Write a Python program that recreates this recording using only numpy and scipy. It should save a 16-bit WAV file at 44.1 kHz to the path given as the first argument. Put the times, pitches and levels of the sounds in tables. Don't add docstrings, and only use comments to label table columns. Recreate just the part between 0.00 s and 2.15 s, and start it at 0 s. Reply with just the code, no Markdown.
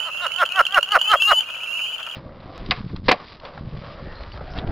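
import sys
import numpy as np
from scipy import signal
from scipy.fft import rfft, irfft
from scipy.io import wavfile
from scipy.ndimage import uniform_filter1d, map_coordinates

SR = 44100
rng = np.random.default_rng(int(sys.argv[2]) if len(sys.argv) > 2 else 0)


def digitize_waveform(pressure):
    field = np.atleast_2d(pressure).T
    bounded = np.clip(field, -1, 1)
    quanta = np.round(bounded * 32767).astype(np.int16)
    wavfile.write(sys.argv[1], SR, quanta)


def voltage_ratio(decibels):
    exponent = np.asarray(decibels, float) / 20
    return 10 ** exponent


N = 94815


def leopard():
    # last_pulse_s, level_db, top_rate_hz, last_pulse_db, stretch
    call_table = [
        (0.1011, -29.5, 344, 5, 1.03),
        (0.2701, -19, 359.6, -1, 1.11),
        (0.4365, -7.5, 368.8, 3, 0.96),
        (0.613, -5.5, 389, 2.5, 1.14),
        (0.7907, -5.5, 401.6, -10.5, 1.135),
        (0.967, -4, 423, 4, 1.0),
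        (1.148, -5, 435, 4, 1.01),
        (1.326, -2.5, 426, -11, 1),
    ]
    # sac_pitch_factor, early_swell_db, rasp_hz, rasp_db
    colour_table = [
        (0.923, 9.5, 4240, -36),
        (0.986, 5, 3770, -23.5),
        (1.008, 1.5, 3300, -17.5),
        (0.993, 2, 2550, -18),
        (1.012, 2, 3150, -25.5),
        (0.992, 0.5, 4500, -24),
        (0.963, 2, 4060, -20),
        (0.957, -3.5, 3990, -17),
    ]
    # time_s, level_db
    late_table = [
        (0.9747, -2.5),
        (1.155, -3.5),
        (1.3305, -3),
    ]
    # mode_hz, width_hz, level_db
    slack_modes = [
        (604, 183, 0.5),
        (1160, 120, -7.5),
        (1830, 200, -15),
    ]
    jitter = 0.008
    rasp_width_hz, rasp_follows_swell = 250, 0.5
    rasp_starts_s, rasp_ends_s = 0.053, 0.024
    thump_hz, thump_width_hz, thump_db = 547, 97, -8

    late_s, late_db = np.array(late_table).T
    voice = sac(pulses(late_s, voltage_ratio(late_db)), modes=slack_modes)
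    rasp = thump = 0
    for (end, db, hz, stretch_last_db, stretch), colour in zip(call_table, colour_table):
        pitch, early_db, rasp_hz, rasp_db = colour
        at, ago, swell = cluck(end, hz, stretch, jitter)
        early = early_db * np.clip(ago / 0.033, 0, 1)
        size_db = db + swell + stretch_last_db * (ago == ago[0]) + early
        voice = voice + sac(pulses(at, voltage_ratio(size_db)), pitch=pitch)

        thin = voltage_ratio(rasp_follows_swell * swell + rasp_db) * np.clip(ago / rasp_ends_s, 0, 1) ** 2
        rasp = rasp + ring(pulses(at, thin * (ago < rasp_starts_s)), rasp_hz, rasp_width_hz)

        final = max([end] + [s for s in late_s if 0 < s - end < 0.02])
        blow = pulses(np.array([final]), voltage_ratio(np.array([db + thump_db])))
        thump = thump + ring(blow, thump_hz * hz / 390, thump_width_hz)
    thump = nolow(uniform_filter1d(thump, size=40), 424)
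    return pan(voice + nolow(rasp, 2500) + thump, -1.8)


def cluck(end, hz, stretch, jitter):
    # before_last_pulse_s, share_of_top_rate
    rate_curve = [(0, .5), (.004, .66), (.009, .8), (.015, .89), (.025, .96), (.04, 1.0), (.06, .97),
                  (.1, .88)]
    # before_last_pulse_s, level_db
    swell_curve = [(0, -4.5), (.006, 1.5), (.014, -1.5), (.022, -6.5), (.031, -9.5), (.045, -15.5),
                   (.063, -31), (.1, -34)]
    back = np.arange(0, 0.11, 1 / SR)
    rate = hz * np.interp(back / stretch, *np.array(rate_curve).T)
    turns = np.cumsum(rate) / SR
    k = np.arange(int(turns[-1]))
    ago = np.interp(k, turns, back)
    level_chance, time_chance = rng.standard_normal((2, 50))
    swell = np.interp(ago / stretch, *np.array(swell_curve).T) + 0.9 * level_chance[k]
    return end - ago + jitter / hz * time_chance[k], ago, swell


def sac(x, wider=1, pitch=1, modes=None):
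    # mode_hz, width_hz, level_db
    sac_modes = [
        (556.5, 130, -3.5),
        (750, 167, -12.5),
        (1112, 215, -7.5),
        (1370, 124, 2.5),
        (1840, 200, -27),
        (2200, 3200, -78),
    ]
    x = signal.lfilter(*signal.butter(2, 2500, fs=SR), x)
    out = 0
    for hz, width, db in (sac_modes if modes is None else modes):
        out = out + voltage_ratio(db) * wider * ring(x, hz * pitch, width * wider)
    return nolow(out, 588)


def ring(x, hz, width):
    r, w = np.exp(-np.pi * width / SR), 2 * np.pi * hz / SR
    return signal.lfilter([0, np.sin(w)], [1, -2 * r * np.cos(w), r * r], x)


def pulses(times, sizes):
    out, at = np.zeros(N + 40), np.clip(times * SR, 10, N)
    i = at.astype(int)[:, None] + np.arange(-7, 9)
    d = i - at[:, None]
    np.add.at(out, i, sizes[:, None] * np.sinc(d) * np.cos(np.pi * d / 16) ** 2)
    return out[:N]


def peepers():
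    # start_s, length_s, start_hz, end_hz, level_db
    peep_table = [(-.1, 0.18, 2813, 3093, -26), (-.02, 0.38, 2550, 3080, -34.5),
                  (0.041, 0.42, 2500, 2827, -48.5), (0.106, 0.29, 2625, 3090, -38),
                  (0.493, 0.1, 2487, 2720, -25), (0.979, 0.06, 2830, 2926, -21),
                  (1.035, 0.026, 2940, 3020, -14.5), (1.068, 0.043, 3030, 3134, -12.5),
                  (1.153, 0.058, 3195, 3330, -23), (1.043, 0.095, 2573, 2760, -26),
                  (1.158, 0.049, 2730, 2936, -26), (1.195, 0.2, 2646, 3044, -10.5),
                  (1.117, 0.021, 3140, 3260, -30), (1.292, 0.36, 2637, 3002, -31),
                  (1.469, 0.17, 2480, 2820, -38), (1.606, 0.18, 2563, 2980, -28.5),
                  (1.67, .222, 2655, 3147, -24), (1.741, .21, 2611, 3040, -23),
                  (1.776, 0.24, 2500, 2757, -40), (1.996, 0.097, 2622, 2772, -37.5)]
    peep_pan = [-16.5, 3, 34, -35, 5.5, -6, 6, 3, 2, -14, 8, 2.5, 6, -7, 24, -2, -12, 7.5, -25, 16.5]
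    # frequency_ratio, level_db
    partials = [
        (.5, -38),
        (1.5, -33),
        (2, -36),
    ]
    rise_s, fall_s, bend = 0.011, 0.003, 0.0985
    swell_db, push_db, waver_db = 2, 1.83, 0.03
    out, t = 0, np.arange(N) / SR
    for (start, length, hz0, hz1, db), pan_db in zip(peep_table, peep_pan):
        u = np.clip((t - start) / length, 0, 1)
        hz = hz0 + (hz1 - hz0) * (u + bend * u * (1 - u))
        phase = 2 * np.pi * np.cumsum(hz) / SR
        env = np.clip(np.minimum(u * length / rise_s, (1 - u) * length / fall_s), 0, 1)
        breath_db = swell_db * (u - 3.5) + push_db * np.sin(2 * np.pi * u)
        env = env * voltage_ratio(db + 1.0 + breath_db + waver_db * walk(27.8))
        tone = np.sin(phase)
        for ratio, partial_db in partials:
            tone = tone + voltage_ratio(partial_db) * np.sin(ratio * phase)
        out = out + pan(env * tone, pan_db)
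    return out


def clickers():
    # time_s, peak_db, pitch_hz
    near_table = [(0.52, -15, 2810), (0.5905, -12.5, 2885), (0.6652, -11, 2790), (0.7437, -8, 2840),
                  (0.828, -9, 2905), (0.9185, -8.5, 2964), (1.013, -8, 3019), (1.1149, -7, 3070),
                  (1.2201, -7, 3043), (1.3239, -18, 3160), (1.4056, -12, 3040), (1.4995, -28, 3190)]
    # time_s, peak_db, pitch_hz, left_minus_right_db
    other_table = [(0.0844, -26, 2810, -13), (0.1326, -28, 2880, 9), (0.2653, -16.5, 2883, -14),
                   (0.3386, -27, 3030, -16), (0.3833, -19.5, 2690, -1), (0.414, -23.5, 3060, 3),
                   (0.4529, -19, 2735, -1), (0.489, -22, 2920, 8), (0.6347, -30, 2980, 10),
                   (0.8085, -23, 2800, -18), (0.871, -57, 2780, -10), (0.8875, -22.5, 2910, 4),
                   (1.947, -34, 2800, -12), (0.1715, -25.5, 2980, -16), (0.3601, -19, 3046, -11.0),
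                   (0.4599, -18, 3056, -11.0), (0.5581, -16.5, 3070, -13), (0.6514, -15.5, 3104, -9.5),
                   (0.7223, -20, 3170, -16), (1.5524, -27, 3015, 12), (1.9804, -27.5, 3120, 11),
                   (1.9984, -32, 3290, -10), (2.0283, -24.5, 3160, 5), (2.0647, -30, 3230, 12),
                   (2.0867, -31, 3030, 1), (2.1111, -28, 3190, -12), (2.1274, -29.5, 2975, -11),
                   (.001, -21, 2904, -11), (.032, -33, 3310, -5), (.279, -25, 2780, 7),
                   (.291, -29, 2970, -3), (.318, -21, 2720, -9), (.7068, -24, 2960, 4),
                   (.908, -21, 2980, 5), (.9517, -20, 2660, -2), (.99, -22, 3000, 19),
                   (1.281, -25, 3160, 0), (1.6851, -29, 2640, -6)]
    # time_s, peak_db
    low_table = [(1.432, -30), (1.487, -28), (1.546, -27), (1.603, -28.5), (1.661, -29), (1.728, -30),
                 (1.7908, -22.5), (1.8617, -27.5), (1.927, -33), (2.0023, -33.5), (2.073, -33),
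                 (2.141, -36)]
    near = clicks([(*row, -1.5) for row in near_table], -17.5)
    low = clicks([(*row, 2480, 1.5) for row in low_table], -28)
    return near + clicks(other_table, -18) + low + crowd()


def crowd():
    (when, depth), (tune, side) = rng.random((500, 2)).T, rng.standard_normal((500, 2)).T
    peak_db = -35 - 2 * np.log(0.016 + depth)
    return clicks(zip(when * N / SR, peak_db, 2873 + 144 * tune, 4 * side), -39)


def clicks(rows, half_db):
    rise_s, t60_s, tail_t60_s, tail_db = 0.0021, 0.022, 0.028, -16.5
    sag, sag_s, octave_db = 0.044, 0.0048, -28.5
    out, t = np.zeros((2, N + 2000)), np.arange(2000) / SR
    fade = -np.log(1000) * np.clip(t - rise_s, 0, 1)
    env = np.sin(np.pi / 2 * np.clip(t / rise_s, 0, 1)) ** 2
    env = env * (np.exp(fade / t60_s) + voltage_ratio(tail_db) * np.exp(fade / tail_t60_s))
    glide = np.cumsum(1 + sag * (np.exp(-t / sag_s) - 0.5)) / SR
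    for s, db, hz, pan_db in rows:
        phase = 2 * np.pi * hz * glide
        halves = np.sin(phase / 2) + 0.6 * np.sin(phase * 3 / 2)
        tone = np.sin(phase) + voltage_ratio(octave_db) * np.sin(2 * phase)
        tone = tone + voltage_ratio(half_db) * env * halves
        i = int(np.clip(s * SR, 0, N))
        out[:, i:i + len(t)] += pan(voltage_ratio(db) * env * tone, np.clip(pan_db, -8, 8))
    return out[:, :N]


def far():
    # last_pulse_s, level_db, top_rate_hz
    far_table = [
        (.215, -33, 341.6),
        (1.505, -34.5, 335),
        (1.64, -37, 352),
        (1.69, -41, 310),
        (1.81, -36, 329.5),
        (1.865, -44, 353),
        (2.012, -33.5, 313.4),
        (2.075, -40, 362),
    ]
    grumble = 0
    for pan_db, share in ((5.5, 0.8), (6.0, 0.73), (-11.0, 1.2)):
        gaps = np.exp(0.25 * rng.standard_normal(2000))
        times = np.cumsum(gaps) / (200 * share)
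        train = pulses(times, rng.standard_normal(2000) * 0.5 + 1)
        train = train * voltage_ratio(4.5 * (walk(12.48) + 0.56 * walk(41.75)))
        grumble = grumble + pan(sac(train, wider=1.7), pan_db)
    trains = 0
    for end, db, hz in far_table:
        at, _, swell = cluck(end, hz, 0.786, 0.044)
        trains = trains + pulses(at, voltage_ratio(db + swell))
    return voltage_ratio(-43.5) * grumble / np.std(grumble) + pan(sac(trains, wider=1.41), -2.3)


def walk(rate):
    k = int(SR / rate)
    held = np.repeat(rng.standard_normal(N // 100), k)[:N]
    return 1.3 * uniform_filter1d(uniform_filter1d(held, k), k)


def pan(x, db):
    return x * voltage_ratio(np.array([[db / 2], [-db / 2]]))


def nolow(x, hz):
    return signal.sosfilt(signal.butter(8, hz, "high", fs=SR, output="sos"), x)


def echo(x, t60):
    t = np.arange(8000) / SR
    tail = rng.standard_normal((2, len(t))) * np.exp(-np.log(1000) * t / t60) * (t > 0.003)
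    tail = tail / np.sqrt((tail ** 2).sum(1, keepdims=True))
    return signal.fftconvolve(x, tail, axes=1)[:, :N]


def night():
    # frequency_hz, density_db
    air_spectrum = [(30, -7), (162, -2), (348, -8.5), (519, 0.5), (1430, -34), (1820, -34), (2300, -5),
                    (3500, -11), (4300, -8.5), (5600, -23)]
    f, (hz, db) = np.arange(N // 2 + 1) * SR / N + 1, np.array(air_spectrum).T
    shape = voltage_ratio(np.interp(np.log(f), np.log(hz), db))
    mid, side = irfft(rfft(rng.standard_normal((2, N))) * shape, N)
    out = mid + 1.14 * nolow(np.array([side, -side]), 103)
    return voltage_ratio(-49) * out / np.std(out)


def scene():
    frog, whistles, small, distant = leopard(), peepers(), clickers(), far()
    wet = voltage_ratio(-27.5) * echo(frog, 0.15) + voltage_ratio(-7.5) * echo(small, 0.15)
    wet = wet + voltage_ratio(-8.5) * echo(whistles, 0.13) + echo(distant, 0.05) / 2
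    return frog + whistles + small + distant + wet + night()


def band_limit(x):
    return signal.sosfilt(signal.butter(12, 16340, fs=SR, output="sos"), x)


def record(dry):
    headroom, lopsided, bump_hz = 1.15, 0.33, 122
    chip_rate_hz, clock_jitter_samples, top_hz = 48000, 0.064, 15750
    x = headroom * np.tanh(dry / headroom)
    x = x + lopsided * signal.lfilter(*signal.butter(2, bump_hz, fs=SR), (x ** 4).mean(0))
    at = np.floor(np.arange(N) * chip_rate_hz / SR) * SR / chip_rate_hz
    at = at + clock_jitter_samples * rng.standard_normal(N)
    x = np.array([map_coordinates(c, [at], order=5, mode="mirror") for c in x])
    x = signal.sosfilt(signal.ellip(8, 0.2, 30, top_hz, fs=SR, output="sos"), x)
    return band_limit(x)


dry = scene()
out = record(dry)
digitize_waveform(out)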